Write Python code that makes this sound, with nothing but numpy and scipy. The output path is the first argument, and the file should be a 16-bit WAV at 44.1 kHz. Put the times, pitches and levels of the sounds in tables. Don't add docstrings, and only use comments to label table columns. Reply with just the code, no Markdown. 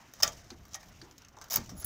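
import sys
import numpy as np
from scipy import signal
from scipy.io import wavfile

SR = 44100
rng = np.random.default_rng(int(sys.argv[2]) if len(sys.argv) > 2 else 0)


def materialize(psi):
    bounded = np.clip(np.atleast_2d(psi).T, -1, 1)
    quanta = np.round(bounded * 32767).astype(np.int16)
    wavfile.write(sys.argv[1], SR, quanta)


def volts_from_decibels(level):
    exponent = np.asarray(level, float) / 20
    return 10 ** exponent


N = 81585

RISE_S = 0.00024
RUBS_PER_S = 7700

# frequency in Hz, level in dB.
CYLINDER_MODES = [(3100, -8), (3800, -6), (4550, -6), (5200, 0.5), (5700, 3.5), (6100, 2), (6600, 2),
                  (7300, -7), (8400, -44.5)]
# frequency in Hz, level in dB.
BLADE_MODES = [(9800, -5), (11000, -5.5), (11800, -1), (13200, 3.5), (14300, 6.5), (15200, 11), (15700, -5)]


def rms_one(x):
    return x / np.sqrt(np.mean(x ** 2) + 1e-20)


def drift(rate_hz):
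    pole = np.exp(-2 * np.pi * rate_hz * 40 / SR)
    settle = 2000
    noise = rng.standard_normal(N // 40 + 2 + settle)
    slow = signal.lfilter([1], [1, -2 * pole, pole * pole], noise)[settle:]
    return np.interp(np.arange(N) / 40, np.arange(len(slow)), rms_one(slow))


def ring(clicks, hz, t60):
    radius = volts_from_decibels(-60 / (t60 * SR))
    angle = 2 * np.pi * hz / SR
    feedback = [1, -2 * radius * np.cos(angle), radius * radius]
    return signal.lfilter([0, np.sin(angle)], feedback, clicks + 1e-18)


def grains(rate, spread_db, size):
    chance, luck, side = rng.random((3, size))
    strength = volts_from_decibels(-spread_db * np.log(luck + 0.01))
    return (chance < rate / SR) * strength * np.sign(side - 0.5)


def coloured(spectrum, patchy_db, rate_hz):
    white = rng.standard_normal((2, N))
    hz, db = np.transpose(spectrum)
    edges = np.geomspace(20, 15700, 21)
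    out = 0
    for k, (low, high) in enumerate(zip(edges, edges[1:])):
        sos = signal.butter(2, [low, high], "band", fs=SR, output="sos")
        band = signal.sosfilt(sos, white[k % 2])
        level = np.interp(np.log(low * high) / 2, np.log(hz), db, left=-60, right=-60)
        out = out + volts_from_decibels(level + patchy_db * drift(rate_hz)) * band
    return rms_one(out)


def hall_air():
    # frequency in Hz, level in dB per Hz.
    air_spectrum = [(120, -72), (200, 0), (476, -8), (1610, -6.5), (3130, -15.5), (6430, -29.5),
                    (9310, -52), (15000, -17), (16500, -44)]
    return volts_from_decibels(-63) * coloured(air_spectrum, patchy_db=3.5, rate_hz=10.0)


def hall_echo(x):
    t60, wall_cut_hz = 0.29, 3800
    dull = np.exp(-2 * np.pi * wall_cut_hz / SR)
    lags = (rng.uniform(0.004, 0.021, 10) * SR).astype(int)
    out = np.zeros(N)
    for k, lag in enumerate(lags):
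        loop = x.copy()
        gain = volts_from_decibels(-60 * lag / SR / t60)
        state = [0.0]
        for i in range(lag, N, lag):
            back, state = signal.lfilter([gain * (1 - dull)], [1, -dull], loop[i - lag:i], zi=state)
            loop[i:i + lag] += back[:N - i]
        out += (loop - x) * (-1) ** k
    return out


def hand():
    # time in seconds, shudder in dB, rubbing in dB.
    hand_levels = [(0, -58, -65), (.13, -68, -65), (0.257, -48.5, -47), (.39, -55.5, -60),
                   (0.491, -62, -67), (0.513, -52.5, -63.5), (.62, -55, -68.5), (.73, -64, -62.5),
                   (.92, -56.5, -63), (1.001, -59, -62), (1.03, -56.5, -63), (1.31, -64, -75.5),
                   (1.5, -61.5, -64), (1.582, -44, -53), (1.68, -53, -59), (1.75, -46.5, -65.5),
                   (1.81, -54, -53.5), (1.85, -45, -54)]
    # frequency in Hz, level in dB per Hz.
    shudder_spectrum = [(12, -36), (20, -10), (65, -3), (145, -6.5), (184, -12), (552, -28.5), (700, -17.5),
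                        (910, -68), (1540, -120)]
    blade_db = -13.5
    s, *columns = np.transpose(hand_levels)
    shudder_gain, rub_gain = [volts_from_decibels(np.interp(np.arange(N) / SR, s, db)) for db in columns]

    rubbing = 0
    for modes, part_db in ((CYLINDER_MODES, 0), (BLADE_MODES, blade_db)):
        for hz, db in modes:
            rubbing = rubbing + volts_from_decibels(db + part_db) * ring(grains(RUBS_PER_S, 1.5, N), hz, 19.7 / hz)
    rubbing = rub_gain * volts_from_decibels(-1.5 + 2.83 * drift(45)) * rms_one(rubbing)

    shudder = coloured(shudder_spectrum, patchy_db=2.5, rate_hz=10.0)
    return shudder_gain * volts_from_decibels(1.05 * drift(10)) * shudder + rubbing


def door():
    # start in seconds, level in dB, resonance in Hz, decay to -60 dB in seconds.
    shifts = [
        (.0, -56.5, 990, 0.35),
        (0.503, -38, 4570, 0.041),
        (.512, -48, 318, 0.21),
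        (1.014, -41.5, 4560, 0.039),
        (1.022, -49.5, 322, 0.24),
        (1.343, -56, 1050, 0.079),
        (1.366, -53.5, 1020, 0.4),
        (1.577, -37.5, 229, 0.21),
        (1.716, -39, 216, 0.096),
        (1.744, -45, 200, 0.1),
    ]
    out, t = np.zeros(N + SR), np.arange(SR // 2) / SR
    for s, db, hz, decay in shifts:
        t60 = (4 + hz / 250) / hz
        grit = rms_one(ring(grains(RUBS_PER_S, 2.5, len(t)), hz, t60))
        fade = volts_from_decibels(db - 60 * t / decay) * np.minimum(t / 0.004, 1)
        start = int(s * SR)
        out[start:start + len(t)] += fade * grit
    return out[:N]


def jingle():
    # time in seconds, then the level in dB of each free key mode in turn.
    touches = [
        (1.752, -72, -79, -76, -61),
        (1.766, -67, -78, -58, -64),
        (1.777, -54, -70, -52, -57),
        (1.802, -49.5, -56, -46, -58),
        (1.845, -58, -49, -35, -26),
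    ]
    # frequency in Hz, ringing to -60 dB in seconds.
    free_key_modes = [(6815, .25), (7530, 0.16), (11160, 0.21), (14920, 0.21)]
    brush_s, brush_db = 1.826, -12
    rows, t = np.array(touches), np.arange(N) / SR
    touch_t = t[:40]
    out = 0
    for k, (hz, t60) in enumerate(free_key_modes):
        clicks = np.zeros(N)
        clicks[(rows[:, 0] * SR).astype(int)] = volts_from_decibels(rows[:, k + 1])
        push = np.cos(2 * np.pi * hz * touch_t) / len(touch_t) * 2
        soft = np.convolve(clicks, push)[:N]
        out = out + volts_from_decibels(3.0 * drift(44)) * ring(soft, hz, t60)
    damped = (t > brush_s) * (t < rows[-1, 0])
    return out * volts_from_decibels(brush_db * damped)


def ticks():
    # time in seconds, peak in dB, pitch in Hz, ringing to -60 dB in seconds.
    blows = [(0.2252, -21, 5700, 0.0092), (0.2773, -23.5, 6700, 0.013), (0.7342, -36.5, 6200, 0.0078),
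             (0.7462, -39, 5830, 0.0089), (0.7452, -25.5, 6320, 0.0047), (.7568, -43.5, 10850, 0.011),
             (1.3703, -52, 5750, 0.0093), (1.5078, -25, 6710, 0.012), (1.5205, -26, 13200, 0.0062),
             (1.5221, -31, 5570, .008), (1.5316, -27, 7050, .008), (1.5316, -30, 15000, .007),
             (1.5398, -26, 6600, 0.015), (1.5400, -25, 11600, .008), (1.551, -38, 6600, 0.0054),
             (1.558, -16, 11920, 0.0043), (1.5588, -18, 13100, 0.0068), (1.5581, -16, 15400, 0.0075),
             (1.56, -23.5, 6680, 0.0089), (1.5638, -30, 6500, 0.0049), (1.5692, -27.5, 4850, 0.0093)]
    split = 0.027
    out, t = np.zeros(N + 900), np.arange(900) / SR
    for s, db, hz, t60 in blows:
        lower = np.sin(2 * np.pi * hz * (1 - split) * t)
        upper = np.sin(2 * np.pi * hz * (1 + split) * t)
        start = int(s * SR)
        out[start:start + len(t)] += volts_from_decibels(db - 60 * t / t60) * (1 - np.exp(-t / RISE_S)) * (lower + upper)
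    return out[:N]


def bolt():
    # time in seconds, level in dB.
    slam_blows = [
        (.2316, -15),
        (.2322, -10),
        (.2328, -8),
        (.2343, -10),
    ]
    # frequency in Hz, level in dB, ringing to -60 dB in seconds.
    bolt_modes = [(5226, -10.5, .014), (5296, -1.5, .015), (5620, -5.5, 0.02), (6020, -10, 0.017),
                  (6560, -16.5, .015), (7350, -19.5, 0.037), (3080, -14, 0.072), (2500, -14.5, .025),
                  (1847, -19.5, .03), (1200, -16, 0.046), (990, -26, .04), (607, -27, .04)]
    clicks = np.zeros(N)
    for s, db in slam_blows:
        clicks[int(s * SR)] = volts_from_decibels(db - 6)
    return sum(volts_from_decibels(db) * ring(clicks, hz, t60) for hz, db, t60 in bolt_modes)


def lock():
    # time in seconds, peak in dB, key blade in dB, door panel in dB, rattle decay in seconds.
    throw = [(0.1365, -35.5, -9.5, -7.5, 0.016), (0.2013, -39, -18, -4, 0.089),
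             (0.2222, -34.5, -16.5, -7.5, 0.04), (0.225, -22.5, -13, -18, 0.03),
             (.2285, -17.5, -11.5, -20.5, 0.046), (0.2308, -15, -14, -24, 0.047),
             (.2345, -22.5, -14.5, -6.5, 0.028), (.2390, -28.5, -16, -2.5, 0.087),
             (0.2766, -25, -17.5, -14, 0.038), (0.289, -34, -11.5, -6, 0.0075),
             (.5035, -35, -25.5, -5.5, 0.015)]
    turn_back = [(0.6522, -47, -15.5, -5.5, 0.031), (0.6824, -62, 6, -6, 0.014),
                 (.7335, -39, -13, -19, 0.022), (0.7431, -26.5, -15.5, -31, 0.0091),
                 (0.7468, -30, -31, -28, 0.032), (0.749, -35.5, -17, -5.5, 0.063),
                 (0.756, -44, 0, -6, 0.0075), (0.8286, -45.5, -16, -1, 0.038), (0.886, -61, -1, 3, 0.066),
                 (1.0152, -45, -40, 1, 0.024), (1.111, -43.5, -21, -12, 0.02),
                 (1.1799, -40, -10, -36, 0.028), (1.2193, -46, -13, -27, 0.018),
                 (1.248, -44, -29, -19, 0.029), (1.2843, -45.5, -14.5, -31.5, 0.027),
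                 (1.367, -49.5, -22.5, -5, 0.044), (1.386, -41.5, -20, -18, 0.0088),
                 (1.4136, -33, -19, -8, 0.017), (1.419, -38, -19, -8, 0.033),
                 (1.4406, -43.5, -11, -7.5, 0.036)]
    pull = [(1.484, -50, -11, -15, 0.043), (1.4997, -41, -6, -14, 0.18), (1.507, -30, -6, -13, 0.057),
            (1.5148, -34, -1, -11, 0.059), (1.5209, -24.5, -11, -19, 0.047), (1.5313, -26.5, 1, -26, 0.034),
            (1.5391, -25, -9, -14.5, 0.091), (1.55, -33, -7, -6, 0.028), (1.5591, -20.5, 6, -12, 0.018),
            (1.562, -31.5, -12, -9, 0.029), (1.5680, -25, -13, -5.5, 0.047),
            (1.6603, -46.5, -18, -21, 0.044), (1.6922, -40.5, -19.5, -8, 0.11),
            (1.7975, -52.5, 12, -4.5, 0.037), (1.8283, -44, -21, -1.5, 0.038),
            (1.8448, -34.5, 0.5, -29, 0.017)]
    act_leans = [-1.5, 3.7, 5.5]
    # frequency in Hz, level in dB.
    panel_modes = [(600, -12.5), (720, -2), (920, 1), (1180, 3.5), (1350, 0.5), (1620, 3.5), (1850, 3),
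                   (2250, 5), (2650, -14)]
    # level in dB, cycles of ringing to -60 dB.
    body_settings = [(-11, 45), (-5, 50), (-12, 18)]
    knocks_per_s, knock_spread_db = 7000, 3.0
    mode_spread_db, detune, own_share = 2.2, 0.02, 0.7
    head_db, head_s, first_db = 1.5, 0.00075, 10

    span = 6000
    out, t = np.zeros(N + span), np.arange(span) / SR
    bodies = (CYLINDER_MODES, BLADE_MODES, panel_modes)
    contacts = [(*row, lean) for rows, lean in zip((throw, turn_back, pull), act_leans) for row in rows]
    for s, db, blade_db, panel_db, decay, lean_db in contacts:
        fade_db = head_db * np.exp(-t / head_s) - 60 * t / np.clip(decay, 0.004, 0.15)
        shape = (1 - np.exp(-t / RISE_S)) * volts_from_decibels(fade_db) / 3
        shared, *own = [grains(knocks_per_s, knock_spread_db, span) for _ in range(4)]
        shared[8] = volts_from_decibels(first_db)
        start = int(s * SR)
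        for b, (modes, (body_db, cycles), part_db) in enumerate(zip(bodies, body_settings, (0, blade_db, panel_db))):
            for k, (hz, mode_db) in enumerate(modes):
                strength_luck, pitch_luck = rng.standard_normal(2)
                knocks = shape * ((1 - own_share) * shared + own_share * own[k % 3])
                knocks = knocks * np.sqrt(np.sum(shape ** 2) / np.sum(knocks ** 2)) / 2
                level = db + body_db + part_db + mode_db + mode_spread_db * strength_luck
                if b == 0:
                    level += lean_db * np.log2(hz / 6000)
                out[start:start + span] += volts_from_decibels(level) * ring(knocks, hz * (1 + detune * pitch_luck), cycles / hz)
    return out[:N]


def scene():
    slam = bolt()
    above_bass = signal.butter(4, 540, "high", fs=SR, output="sos")
    metal = signal.sosfilt(above_bass, lock() + ticks() + slam)
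    echo = volts_from_decibels(-16.5) * hall_echo(metal - 0.58 * slam)
    return (metal + jingle() + echo + hand() + door() + hall_air())[None]


def band_limit(x):
    return signal.sosfilt(signal.butter(12, 16850, fs=SR, output="sos"), x)


def record(dry):
    # centre in seconds, length in seconds, depth in dB.
    ducks = [
        (.2190, .0065, -28),
        (1.4965, .005, -18),
    ]
    t = np.arange(N) / SR
    duck = volts_from_decibels(sum(db * np.exp(-((t - s) / (length / 2)) ** 4) for s, length, db in ducks))
    low = signal.sosfiltfilt(signal.butter(2, 300, fs=SR, output="sos"), dry)
    top_cut = signal.cheby2(10, 45, 16400, fs=SR, output="sos")
    mix = signal.sosfilt(top_cut, low + duck * (dry - low))
    return band_limit(mix)


dry = scene()
out = record(dry)
materialize(out)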